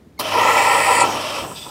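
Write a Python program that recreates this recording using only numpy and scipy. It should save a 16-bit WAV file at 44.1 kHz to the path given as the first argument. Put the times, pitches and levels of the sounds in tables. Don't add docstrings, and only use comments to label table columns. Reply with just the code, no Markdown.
import sys
import numpy as np
from scipy import signal
from scipy.fft import rfft, irfft, next_fast_len
from scipy.io import wavfile
from scipy.ndimage import map_coordinates

SR = 44100
rng = np.random.default_rng(int(sys.argv[2]) if len(sys.argv) > 2 else 0)


def persist_wave(psi):
    counts = np.round(np.clip(psi, -1, 1) * 32767).astype(np.int16)
    wavfile.write(sys.argv[1], SR, np.atleast_2d(counts).T)


N = 74970


def amp(db):
    return 10 ** (np.asarray(db) / 20)


def unit(x):
    return x / np.sqrt(np.mean(x ** 2) + 1e-20)


def clock():
    return np.arange(N) / SR


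def curve(rows, column=1):
    columns = np.transpose(rows)
    return np.interp(clock(), columns[0], columns[column])


def level(rows, column=1):
    return amp(curve(rows, column)) * (clock() >= rows[0][0])


def wobble(per_s):
    return map_coordinates(rng.standard_normal(4096), [clock() * per_s], mode="wrap")


def filtered(x, response):
    size = next_fast_len(N + SR // 2)
    return irfft(rfft(x, size) * response(np.fft.rfftfreq(size, 1 / SR)), size)[:N]


def coloured(x, points):
    freqs, db = np.transpose(points)
    return unit(filtered(x, lambda hz: amp(np.interp(np.log(hz + 1), np.log(freqs + 1), db))))


def ring(x, modes):
    def response(hz):
        return sum((-1) ** k * amp(db) * 1j * hz * width / (centre ** 2 - hz ** 2 + 1j * hz * width)
                   for k, (centre, width, db) in enumerate(modes))
    return filtered(x, response)


def bursts(per_s, scatter_db, noise_share):
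    hits = (rng.random(N) < per_s / SR) * amp(scatter_db * rng.uniform(-1, 1, N))
    hits *= rng.choice([-1, 1], N)
    return np.sqrt(1 - noise_share) * unit(hits) + np.sqrt(noise_share) * rng.standard_normal(N)


def room_tone(level_db=-48):
    # (frequency [Hz], gain [dB])
    colour = [(15, -61), (25, -69), (49, -5.5), (71, -4.5), (112, -8), (264, -3), (301, -3.5), (354, -10),
              (729, -22), (5720, -39), (15000, -46)]
    return amp(level_db) * coloured(rng.standard_normal(N), colour)


def valve(open_s=0.1895, attack_s=.008, t60_s=0.065, squeak_hz=2160, squeak_lead_s=.012):
    # (frequency [Hz], gain [dB])
    colour = [(180, -28), (300, -4), (698, -4.5), (972, 5), (1600, -29), (1920, -4.5), (2260, -23),
              (3050, -21), (3370, -23), (4110, -6.5), (7700, -21), (10200, -18), (15700, -14.5)]
    t = clock() - open_s
    lift = np.clip((t + squeak_lead_s) / 0.0023, 0, 1) * np.clip(1 - t / 0.0064, 0, 1)
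    squeak = sum(amp(-8 * k) * np.sin(2 * np.pi * (k + 1) * squeak_hz * t) for k in range(3))
    release = np.clip(t / attack_s, 0, 1) * amp(-60 * np.maximum(t - attack_s, 0) / t60_s)
    spurt = coloured(rng.standard_normal(N), colour)
    return amp(-48) * lift * unit(squeak) + amp(-19) * release * spurt


def spout_and_mug(x):
    # (centre [Hz], width [Hz], gain [dB])
    modes = [(468,57,-6),(571,38,-6.5),(616,50,-12),(798,17,4),(898,45.6,1.5),(987.3,45,4),(1069,68,-4),(1215,110,-8),(1340,27,1)]
    return ring(x, modes)


def frother():
    # (time [s], level [dB])
    roar_db = [(.19,-65),(.3,-60),(.325,-25.5),(.366,-15.5),(.43,-17),(.464,-14),(.54,-15.5),(.6,-16),(.63,-19),(.7,-16),(.8,-17),(.838,-23.5),(.88,-16.5),(.98,-18),(1.045,-15),(1.07,-21.5),(1.12,-29),(1.22,-34),(1.4,-46),(1.5,-41),(1.6,-51)]
    crackle_db = [(.2,-60),(.31,-38),(.37,-27),(.43,-23),(.54,-20.5),(.8,-21),(.98,-21.5),(1.03,-21),(1.065,-35.5),(1.13,-38.5),(1.45,-62)]
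    jet_db = [(.189,-80),(.196,-29.5),(.25,-25.5),(.33,-23.5),(.6,-23.5),(1,-25),(1.12,-26.5),(1.25,-26),(1.39,-24.5),(1.44,-32),(1.49,-40.5),(1.69,-50.5)]
    spray_db = [(.19,-56),(.198,-27.5),(.24,-48),(.3,-45),(.55,-37),(.95,-38),(1.05,-52),(1.4,-56)]
    # (centre [Hz], width [Hz], gain [dB])
    modes = [(1849,93,0.5),(2026,80,0.5),(2300,140,-3),(2452,110,-1),(2582,95,-0.5),(2860,330,-22)]
    # (frequency [Hz], gain [dB])
    jet_colour = [(100,-17),(350,-23),(620,10),(760,-4),(900,3.5),(1250,4),(1560,-9.5),(2000,-5),(2200,-8.5),(2500,1),(2750,-1.5),(3050,1),(3550,-7),(3850,-9),(4950,-9),(5350,-4.5),(5900,-11),(6600,-18.5),(9500,-18.5),(11500,-22),(13000,-27),(15800,-41)]
    spray_colour = [(3000,-42),(8000,-13),(10200,-2),(11500,-15),(13000,-3),(15700,-9)]
    sputter = wobble(per_s=230)
    collapses = bursts(per_s=1200, scatter_db=3, noise_share=0.51) * amp(0.65 * sputter)
    roar = level(roar_db) * unit(spout_and_mug(collapses))
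    ticks = bursts(per_s=2000, scatter_db=3.5, noise_share=0.34) * amp(1.2 * sputter)
    crackle = level(crackle_db) * unit(ring(ticks, modes))
    spatter = bursts(per_s=3000, scatter_db=2.5, noise_share=0.72)
    spatter *= amp(1.03 * sputter + 0.87 * wobble(per_s=39.8))
    jet = level(jet_db) * coloured(spatter, jet_colour)
    hiss = rng.standard_normal(N) * amp(1.6 * sputter + .7 * wobble(per_s=71))
    spray = level(spray_db) * coloured(hiss, spray_colour)
    return roar + crackle + jet + spray


def pump(hum_hz=100):
    # (time [s], level [dB])
    hum_db = [(.19,-79),(.23,-45),(.34,-38),(.62,-40.5),(.8,-41.5),(1.1,-42),(1.4,-48),(1.69,-64)]
    # (multiple of hum_hz, relative level [dB])
    harmonics = [(1, 0), (2, -6.5), (3, -2.5)]
    phase = 2 * np.pi * hum_hz * clock() + .12 * wobble(per_s=6.9)
    return level(hum_db) * unit(sum(amp(db) * np.sin(k * phase) for k, db in harmonics))


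def churn():
    # (time [s], level [dB])
    churn_db = [(.19,-68),(.2,-29),(.3,-38.5),(.36,-27.5),(.46,-30.5),(.6,-34.5),(.95,-32),(1.05,-26.5),(1.16,-27),(1.24,-38),(1.38,-36),(1.44,-29.5),(1.52,-37.5),(1.6,-49.5),(1.69,-41)]
    # (frequency [Hz], gain [dB])
    colour = [(25,-50),(55,-19),(85,-25),(135,-4),(185,-13.5),(235,-4.5),(320,-1),(400,-3),(570,-5),(720,-4.5),(1200,-9),(3000,-35)]
    return level(churn_db) * coloured(bursts(per_s=600, scatter_db=3.5, noise_share=0.43), colour)


def pops():
    # (time [s], peak level [dB])
    bubbles = [(.329,-15.5),(.452,-0.5),(.595,-8),(1.012,-7),(1.017,-6.5),(1.036,-9),(1.381,-15),(1.513,-24),(1.662,-23),(1.669,-25.5),(1.692,-30)]
    blows = np.zeros(N)
    for time_s, db in bubbles:
        blows[min(round(time_s * SR), N - 1)] = amp(db)
    ring_peak = np.abs(spout_and_mug(signal.unit_impulse(N))).max()
    return spout_and_mug(blows) / ring_peak


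def sizzle():
    # (time [s], centre [Hz], level [dB])
    glide = [(.39,6400,-52),(.43,6650,-34),(.52,7020,-32.5),(.6,7400,-31),(.72,7750,-30),(.9,7910,-26.5),(.98,7785,-25),(1.018,7650,-20),(1.035,7610,-29.5),(1.07,6220,-45),(1.11,5680,-34),(1.16,5440,-43),(1.22,5420,-72)]
    # (multiple of the centre, Gaussian width [Hz], relative level [dB])
    bands = [(1, 150, -1.5), (1.04, 486, -6), (1.14, 516, -3.5), (1.3, 545, -11), (.59, 300, -7),
             (0.899, 250, -9)]
    phase = 2 * np.pi * np.cumsum(curve(glide)) / SR
    hiss = np.zeros(N)
    for multiple, width, db in bands:
        bell = lambda hz: np.exp(-.5 * (hz / width) ** 2)
        in_phase, quadrature = (unit(filtered(rng.standard_normal(N), bell)) for _ in range(2))
        hiss += amp(db) * (in_phase * np.cos(multiple * phase) + quadrature * np.sin(multiple * phase))
    return level(glide, column=2) * unit(hiss * amp(1.3 * wobble(per_s=200)))


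def leak():
    # (time [s], level [dB])
    leak_db = [(1,-40),(1.25,-46),(1.45,-42),(1.69,-43.5)]
    # (centre [Hz], width [Hz], gain [dB])
    modes = [(7440,210,-8),(8110,580,2.5),(5640,350,-4),(13100,740,-29),(13900,1900,-12)]
    return level(leak_db) * unit(ring(rng.standard_normal(N), modes))


def fizz():
    # (time [s], level [dB])
    fizz_db = [(1.05,-85),(1.25,-38),(1.44,-50),(1.5,-60),(1.543,-52),(1.562,-35.5),(1.585,-34),(1.6,-40.5),(1.64,-35.5),(1.67,-44),(1.69,-43)]
    # (centre [Hz], width [Hz], gain [dB])
    modes = [(1350,320,-17),(2560,91,0.5),(2840,140,-3),(3500,150,5),(3930,320,-5.5),(4880,490,-4)]
    return level(fizz_db) * unit(ring(bursts(per_s=1300, scatter_db=1.5, noise_share=0.22), modes))


def shut_off(thump_s=1.417, thump_hz=80, t60_s=0.093):
    # (time [s], level [dB])
    rumble_db = [(1.39,-65),(1.43,-36),(1.48,-45),(1.52,-41),(1.62,-46.5),(1.69,-51)]
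    # (frequency [Hz], gain [dB])
    colour = [(20,-28),(35,-27),(55,2),(80,-11),(135,-2),(220,-10),(500,-37)]
    t = np.maximum(clock() - thump_s, 0)
    envelope = (1 - np.exp(-t / .008)) * amp(-24 - 60 * t / t60_s)
    thump = envelope * np.sin(2 * np.pi * thump_hz * t)
    return thump + level(rumble_db) * coloured(rng.standard_normal(N), colour)


def bay_reflections(x, t60_s=0.071, low_cut_hz=1100):
    t = np.arange(SR // 4) / SR
    tail = rng.standard_normal(len(t)) * amp(-60 * t / t60_s) * (t > .002)
    reflected = signal.fftconvolve(x, tail / np.linalg.norm(tail))[:N]
    return filtered(reflected, lambda hz: hz ** 2 / (hz ** 2 + low_cut_hz ** 2))


def scene():
    pour = frother() + pops() + sizzle() + valve() + churn() + fizz() + leak()
    return (room_tone() + pour + amp(-6.5) * bay_reflections(pour) + pump() + shut_off())[None]


def record(dry):
    ceiling, low_hz, top_hz = .95, 45.5, 16000
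    rounded = dry[0] / (1 + np.abs(dry[0] / ceiling) ** 6) ** (1 / 6)
    low_cut = lambda hz: (hz / low_hz) ** 3 / np.sqrt(1 + (hz / low_hz) ** 6)
    high_cut = lambda hz: np.clip((top_hz - hz) / 400, 0, 1)
    return filtered(rounded, lambda hz: low_cut(hz) * high_cut(hz))[None]


dry = scene()
out = record(dry)
persist_wave(out)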